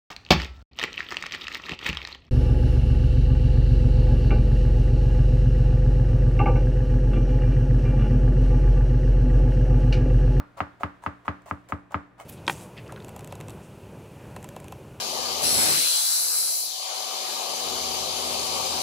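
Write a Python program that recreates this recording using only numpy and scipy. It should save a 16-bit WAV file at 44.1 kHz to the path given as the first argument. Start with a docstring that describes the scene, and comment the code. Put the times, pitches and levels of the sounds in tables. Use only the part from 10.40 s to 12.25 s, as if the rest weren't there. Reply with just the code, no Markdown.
"""A knock dies away, then crunch and knock alternate about four and a half times a second: a large
knife slices garlic on a plastic board, close by. In each stroke the clove's fibres fracture, then the
impact excites damped modes of the board and a low thump in the counter below. The steel blade rings
faintly, and a small kitchen reverberates over a quiet hum. The last stroke only crunches and does
not reach the board."""
import sys
import numpy as np
from scipy import signal
from scipy.fft import rfft, irfft, next_fast_len
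from scipy.io import wavfile

SR = 44100
rng = np.random.default_rng(int(sys.argv[2]) if len(sys.argv) > 2 else 0)


def log_audio(samples):
    """Write samples as a 16-bit WAV file to the path given in sys.argv[1]."""
    # one column per channel
    frames = np.atleast_2d(samples).T
    # limit to full scale, then quantise
    limited = np.clip(frames, -1, 1)
    pcm = np.round(limited * 32767).astype(np.int16)
    wavfile.write(sys.argv[1], SR, pcm)


N = 81585
LEAD = SR // 10  # samples before time zero, so that an earlier chop still rings
SIZE = N + LEAD


def amp(db):
    """Decibels to amplitude ratio."""
    return 10 ** (np.asarray(db) / 20)

def unit(x):
    """Normalisation to rms 1."""
    return x / np.sqrt(np.mean(x ** 2) + 1e-20)

def along(points, hz):
    """Interpolation of (frequency, value) points on a logarithmic axis."""
    f, v = np.transpose(points)
    return np.interp(np.log(hz + 1), np.log(f + 1), v)

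def filtered(x, response):
    """Linear filtering: the spectrum times a frequency response."""
    n = x.shape[-1]
    m = next_fast_len(n + 8192)
    return irfft(rfft(x, m) * response(np.fft.rfftfreq(m, 1 / SR)), m)[..., :n]

def rolled_off(x, hz, kind):
    """Causal third-order low-pass or high-pass."""
    return signal.sosfilt(signal.butter(3, hz, kind, fs=SR, output="sos"), x)

def coloured(x, spectrum):
    """Spectral shaping, at rms 1."""
    return unit(filtered(x, lambda hz: amp(along(spectrum, hz))))

def spread(pair, width):
    """Mid-side stereo from two uncorrelated signals."""
    mid, side = pair[0], width * pair[1]
    return np.array([mid + side, mid - side]) / np.sqrt(1 + width ** 2)

def noise(spectrum, width):
    """Coloured stereo noise of rms 1."""
    return coloured(spread(rng.standard_normal((2, SIZE)), width), spectrum)

def since(onset):
    """Seconds since the onset, zero before it."""
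    return np.maximum((np.arange(SIZE) - LEAD) / SR - onset, 0)

def ring(t, hz, t60, rise):
    """A damped mode: a sinusoid that builds up and decays exponentially."""
    return np.sin(2 * np.pi * hz * t) * amp(-60 * t / t60) * (1 - np.exp(-t / rise))

def burst(onset, t60):
    """An envelope of sudden onset and exponential decay."""
    t = since(onset)
    return (t > 0) * amp(-60 * t / t60)


# ambient noise spectrum: (frequency [Hz], relative level [dB])
AMBIENT_SPECTRUM = [(25, -8), (60, 4.5), (110, -2), (300, 0), (500, -4), (1300, -5.5), (2500, -14.5),
                    (5000, -27.5), (15000, -38.5)]
# course of the hiss: (time [s], gain [dB])
HISS_FADE = [(1.25, 0), (1.449, -5), (1.7, -5)]
def background(air_db=-59, hiss_from_hz=2600, hum_hz=120.7, hum_db=-61):
    """Broadband room noise, whose hiss sinks toward the end, and the pure tone of an appliance's hum."""
    air = noise(AMBIENT_SPECTRUM, width=0.57)
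    hiss = filtered(air, lambda hz: hz > hiss_from_hz)
    fade = amp(np.interp(since(0), *np.transpose(HISS_FADE)))
    hum = np.sin(2 * np.pi * hum_hz * since(0))
    return amp(air_db) * (air - hiss + fade * hiss) + amp(hum_db) * hum


# reverberation time: (frequency [Hz], T60 [s])
REVERB_TIMES = [(100, 0.26), (500, 0.33), (3000, 0.46), (8000, 0.54), (16000, 0.19)]
# colour of the reverberant field: (frequency [Hz], gain [dB])
REVERB_COLOUR = [(60, -5), (300, -0.5), (550, 7), (900, -4), (1300, -10.5), (1900, 1), (4000, -1),
                 (8000, -1.5), (16000, 2)]
def kitchen(x, tail_db=-8.5, early_db=-6.5, early_t60=0.1, delay_s=0.006):
    """Reverberation: convolution with dense early reflections and a short diffuse tail."""
    hz, t, spectra = signal.stft(rng.standard_normal((2, SR // 2)), SR, nperseg=256)
    absorption = amp(-60 * t / along(REVERB_TIMES, hz)[:, None])
    tail = signal.istft(spectra * absorption, SR, nperseg=256)[1]
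    size = tail.shape[1]
    early = rng.standard_normal((2, size)) * amp(-60 * np.arange(size) / SR / early_t60)
    response = spread(amp(tail_db) * unit(tail) + amp(early_db) * unit(early), width=1) / np.sqrt(size)
    wet = signal.fftconvolve(x.mean(axis=0)[None], response, axes=1)[:, :SIZE]
    return filtered(wet, lambda f: amp(along(REVERB_COLOUR, f)) * np.exp(-2j * np.pi * f * delay_s))


# the knife's quick rebound just after each blow (first row), then echoes from nearby walls:
# (delay [s], level [dB], left share [0-1])
REBOUND_AND_ECHOES = [(.0105, -22.5, .5), (0.0165, -29.5, 0.6), (0.026, -21, 0.6), (.035, -28, 0.5),
                      (.063, -29, 0.3)]
def rebound_and_echoes(x):
    """Delay and attenuation: weaker copies stand for the knife's rebound, then for wall reflections."""
    def copies(hz):
        return sum(amp(db) * 2 * np.array([[left], [1 - left]]) * np.exp(-2j * np.pi * hz * delay)
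                   for delay, db, left in REBOUND_AND_ECHOES)
    return filtered(x, copies)


# steel modes of the free blade: (frequency [Hz], level [dB], T60 [s])
BLADE_MODES = [(1410, -52, 0.48), (3410, -74, 0.36), (4265, -67, 0.25), (5110, -78.5, 0.52),
               (5185, -80, 0.65)]
# blows that leave the blade ringing: (time [s], level [dB])
BLADE_BLOWS = [(-.024, 1), (.2044, 0), (.4085, -9)]
# the blade dragging in the clove: (frequency [Hz], level [dB])
DRAG_MODES = [(2170, -45), (3020, -46.5)]
def blade(drag_at_s=1.798, drag_t60=0.045):
    """Free vibration: lightly damped steel rings on; held in the clove, it only grates briefly."""
    free = sum(amp(db + blow_db) * ring(since(onset), hz, t60, rise=0.0019)
               for onset, blow_db in BLADE_BLOWS for hz, db, t60 in BLADE_MODES)
    drag = sum(amp(db) * ring(since(drag_at_s), hz, drag_t60, rise=0.0012) for hz, db in DRAG_MODES)
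    return free + drag


# modes of the counter: (frequency [Hz], level [dB], T60 [s], delay [s])
COUNTER_MODES = [(77.8, -30.5, 0.14, 0.0014), (100, -22.5, 0.076, 0.0052), (151.4, -20, 0.03, 0.01343),
                 (182.2, -45.5, 0.49, 0.0035), (245, -33, 0.091, 0.00034), (288.94, -35, 0.33, 0.0012),
                 (334, -43, 0.097, 0.00428)]
def counter(rise_cycles=0.64, lowest_hz=57, pan_db=1):
    """Structure-borne sound: the counter answers each impact with a low thump and a hollow ring."""
    thump = np.zeros(SIZE)
    for onset, _, thump_db, _, _ in IMPACTS:
        for hz, db, t60, delay in COUNTER_MODES:
            thump += amp(db + thump_db) * ring(since(onset + delay), hz, t60, rise_cycles / hz)
    return rolled_off(thump, lowest_hz, "high") * amp([[pan_db], [-pan_db]])


def fibres(spectrum, width, ruptures_per_s=2600, scatter_db=0.5):
    """Shot noise: dense, tiny ruptures of uneven size at random instants."""
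    sizes = rng.standard_normal((2, SIZE)) * amp(scatter_db * rng.standard_normal(SIZE))
    breaks = rng.random(SIZE) < ruptures_per_s / SR
    return coloured(spread(sizes * breaks, width), spectrum)


# crunch through the air (crisp) and through the board (dull): (frequency [Hz], relative level [dB])
CRISP_SPECTRUM = [(300, -15), (2000, 12), (3800, 2.5), (5000, -0.5), (7000, 6.5), (9000, 6), (11000, -3.5),
                  (15500, -0.5)]
DULL_SPECTRUM = [(100, -50), (400, -9.5), (620, 1), (1150, 5.5), (1600, -7.5), (2300, -15), (4000, -19.5),
                 (9000, -32.5)]
# passes through the clove: (time [s], duration [s], crisp level [dB], dull level [dB])
SLICES = [(0.165, 0.028, -58, -42), (0.394, 0.03, -60, -48.5), (0.616, 0.036, -63, -51),
          (0.844, 0.028, -62.5, -46.5), (1.053, 0.05, -56, -50.5), (1.282, 0.025, -54.5, -50),
          (1.499, 0.037, -64.5, -50), (1.774, 0.024, -67, -52.5), (1.791, 0.028, -54, -50.5)]
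# the clove gives way and jolts the board: (time [s], level [dB], frequency [Hz])
CLOVE_JOLTS = [(.174, -33.5, 690), (.4085, -26.5, 700), (0.638, -28, 937), (.856, -35.5, 1120),
               (1.061, -36, 657), (1.0845, -35.5, 1030), (1.299, -34, 620), (1.509, -36.5, 710),
               (1.5245, -32, 883), (1.799, -32.5, 837), (1.809, -36.5, 665)]
# single crisp snaps: (time [s], level [dB])
CLOVE_SNAPS = [(0.41, -49.5), (0.637, -47.5), (0.1745, -50.5), (1.509, -65), (1.1, -48), (1.02, -61),
               (1.288, -45.5), (1.52, -46), (1.8, -44.5)]
def garlic(rise_s=0.0082, release_s=0.011, upper_ratio=1.72, upper_db=-10.5):
    """Fracture: fibres crunch under the pressing blade, with a few jolts and snaps."""
    crisp, dull = fibres(CRISP_SPECTRUM, width=1.0), fibres(DULL_SPECTRUM, width=0.49)
    crunch = np.zeros((2, SIZE))
    for onset, duration, crisp_db, dull_db in SLICES:
        attack = 1 - np.exp(-np.square(since(onset) / rise_s))
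        release = np.exp(-since(onset + duration) / release_s)
        crunch += attack * release * (amp(crisp_db) * crisp + amp(dull_db) * dull)
    for onset, db, hz in CLOVE_JOLTS:
        for ratio, mode_db in ((1, 0), (upper_ratio, upper_db)):  # each jolt excites two modes
            crunch += amp(db + mode_db) * ring(since(onset), hz * ratio, t60=0.02, rise=0.00034)
    snaps = sum(amp(db) * burst(onset, t60=0.021) for onset, db in CLOVE_SNAPS)
    return crunch + snaps * noise(CRISP_SPECTRUM, width=1.0)


# what a knock sends into the room: (frequency [Hz], gain [dB])
RADIATED_SPECTRUM = [(60, 1.5), (250, 14.5), (500, 2.5), (750, 11.5), (1200, 25), (1550, 16.5), (2000, 3),
                     (3300, -12), (8000, -27.5), (15000, -49)]
def board_radiation(crack_share=0.28, treble_from_hz=1230):
    """Radiation: the whole board sends a broadband knock into the room, duller for a softer crack."""
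    def treble(hz):
        return crack_share * (1 - np.exp(-np.square(hz / treble_from_hz)))
    knocks = np.zeros(SIZE)
    for onset, knock_db, _, crack_db, _ in IMPACTS:
        impulse = amp(knock_db) * (np.arange(SIZE) == LEAD + round(onset * SR))
        knocks += filtered(impulse, lambda hz: amp(along(RADIATED_SPECTRUM, hz) + crack_db * treble(hz)))
    return knocks


# blade meets board, relative levels: (time [s], knock [dB], thump [dB], crack [dB], hollow mode [dB])
IMPACTS = [(-.024, -2, -3.5, -17, -33), (0.2045, 0, -1.5, 1.5, -12), (0.4334, -0.5, 0, 2, -42),
           (0.663, -1, -1.5, 0, -52), (0.8804, 0, 1, 2.5, -43), (1.111, -2.5, -1.5, -17.5, -33),
           (1.3226, -2, 1, -11, -32), (1.544, 0, 1.5, -4, -40)]
# modes of board and blade: (frequency [Hz], left level [dB], right level [dB], unchoked T60 [s])
BOARD_MODES = [(678, -22, -35, 0.021), (938.6, -18, -36, 0.071), (1082, -27.5, -22, 0.11),
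               (1257.4, -15, -21.5, 0.058), (1357, -27, -14.5, 0.012), (1648, -50, -20, 0.019),
               (1946, -22.5, -32, 0.02), (2180, -21.5, -12.5, 0.0056), (2660, -30.5, -64, 0.16)]
# contact noise: (frequency [Hz], relative level [dB])
CRACK_SPECTRUM = [(200, -29), (700, -1), (1400, -2.5), (2500, 5), (3300, -6), (5000, -22), (9000, -33),
                  (16000, -61)]
def board(scatter_db=0.83, choke_s=0.0068, radiates_from_hz=795, contact_hz=1730, crack_base_db=-33):
    """Impact excitation: the edge strikes soft plastic, giving a dull crack and quickly damped modes."""
    modes, crack = np.zeros((2, SIZE)), np.zeros(SIZE)
    t = np.arange(SR // 20) / SR
    choke = np.exp(-(t / choke_s) ** 4)  # the blade presses on and stops the ring
    for onset, knock_db, _, crack_db, hollow_db in IMPACTS:
        knock = amp(hollow_db) * ring(t, hz=770, t60=0.026, rise=0.00025)
        for hz, left_db, right_db, t60 in BOARD_MODES:
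            level = knock_db + scatter_db * rng.standard_normal()
            knock = knock + amp([[left_db + level], [right_db + level]]) * ring(t, hz, t60, rise=1 / SR)
        start = LEAD + round(onset * SR)
        modes[:, start:start + len(t)] -= knock * choke
        crack += amp(crack_base_db + crack_db) * burst(onset, t60=0.042)
    modes = rolled_off(modes, radiates_from_hz, "high")  # the board radiates little bass
    modes = rolled_off(modes, contact_hz, "low")  # a soft contact excites little treble
    return modes + crack * noise(CRACK_SPECTRUM, width=0.82)


def scene():
    """Superposition of direct sound, rebound, echoes, reverberation and background."""
    crunch, thump = garlic() + blade(), counter()
    knife = board() + crunch
    room = kitchen(crunch + board_radiation() + amp(-3.5) * thump)
    return (knife + rebound_and_echoes(knife) + thump + room + background())[:, LEAD:]

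def record(dry, top_hz=15900):
    """Band limiting: an ideal low-pass removes the highest treble."""
    return filtered(dry, lambda hz: hz < top_hz)


dry = scene()
out = record(dry)
log_audio(out)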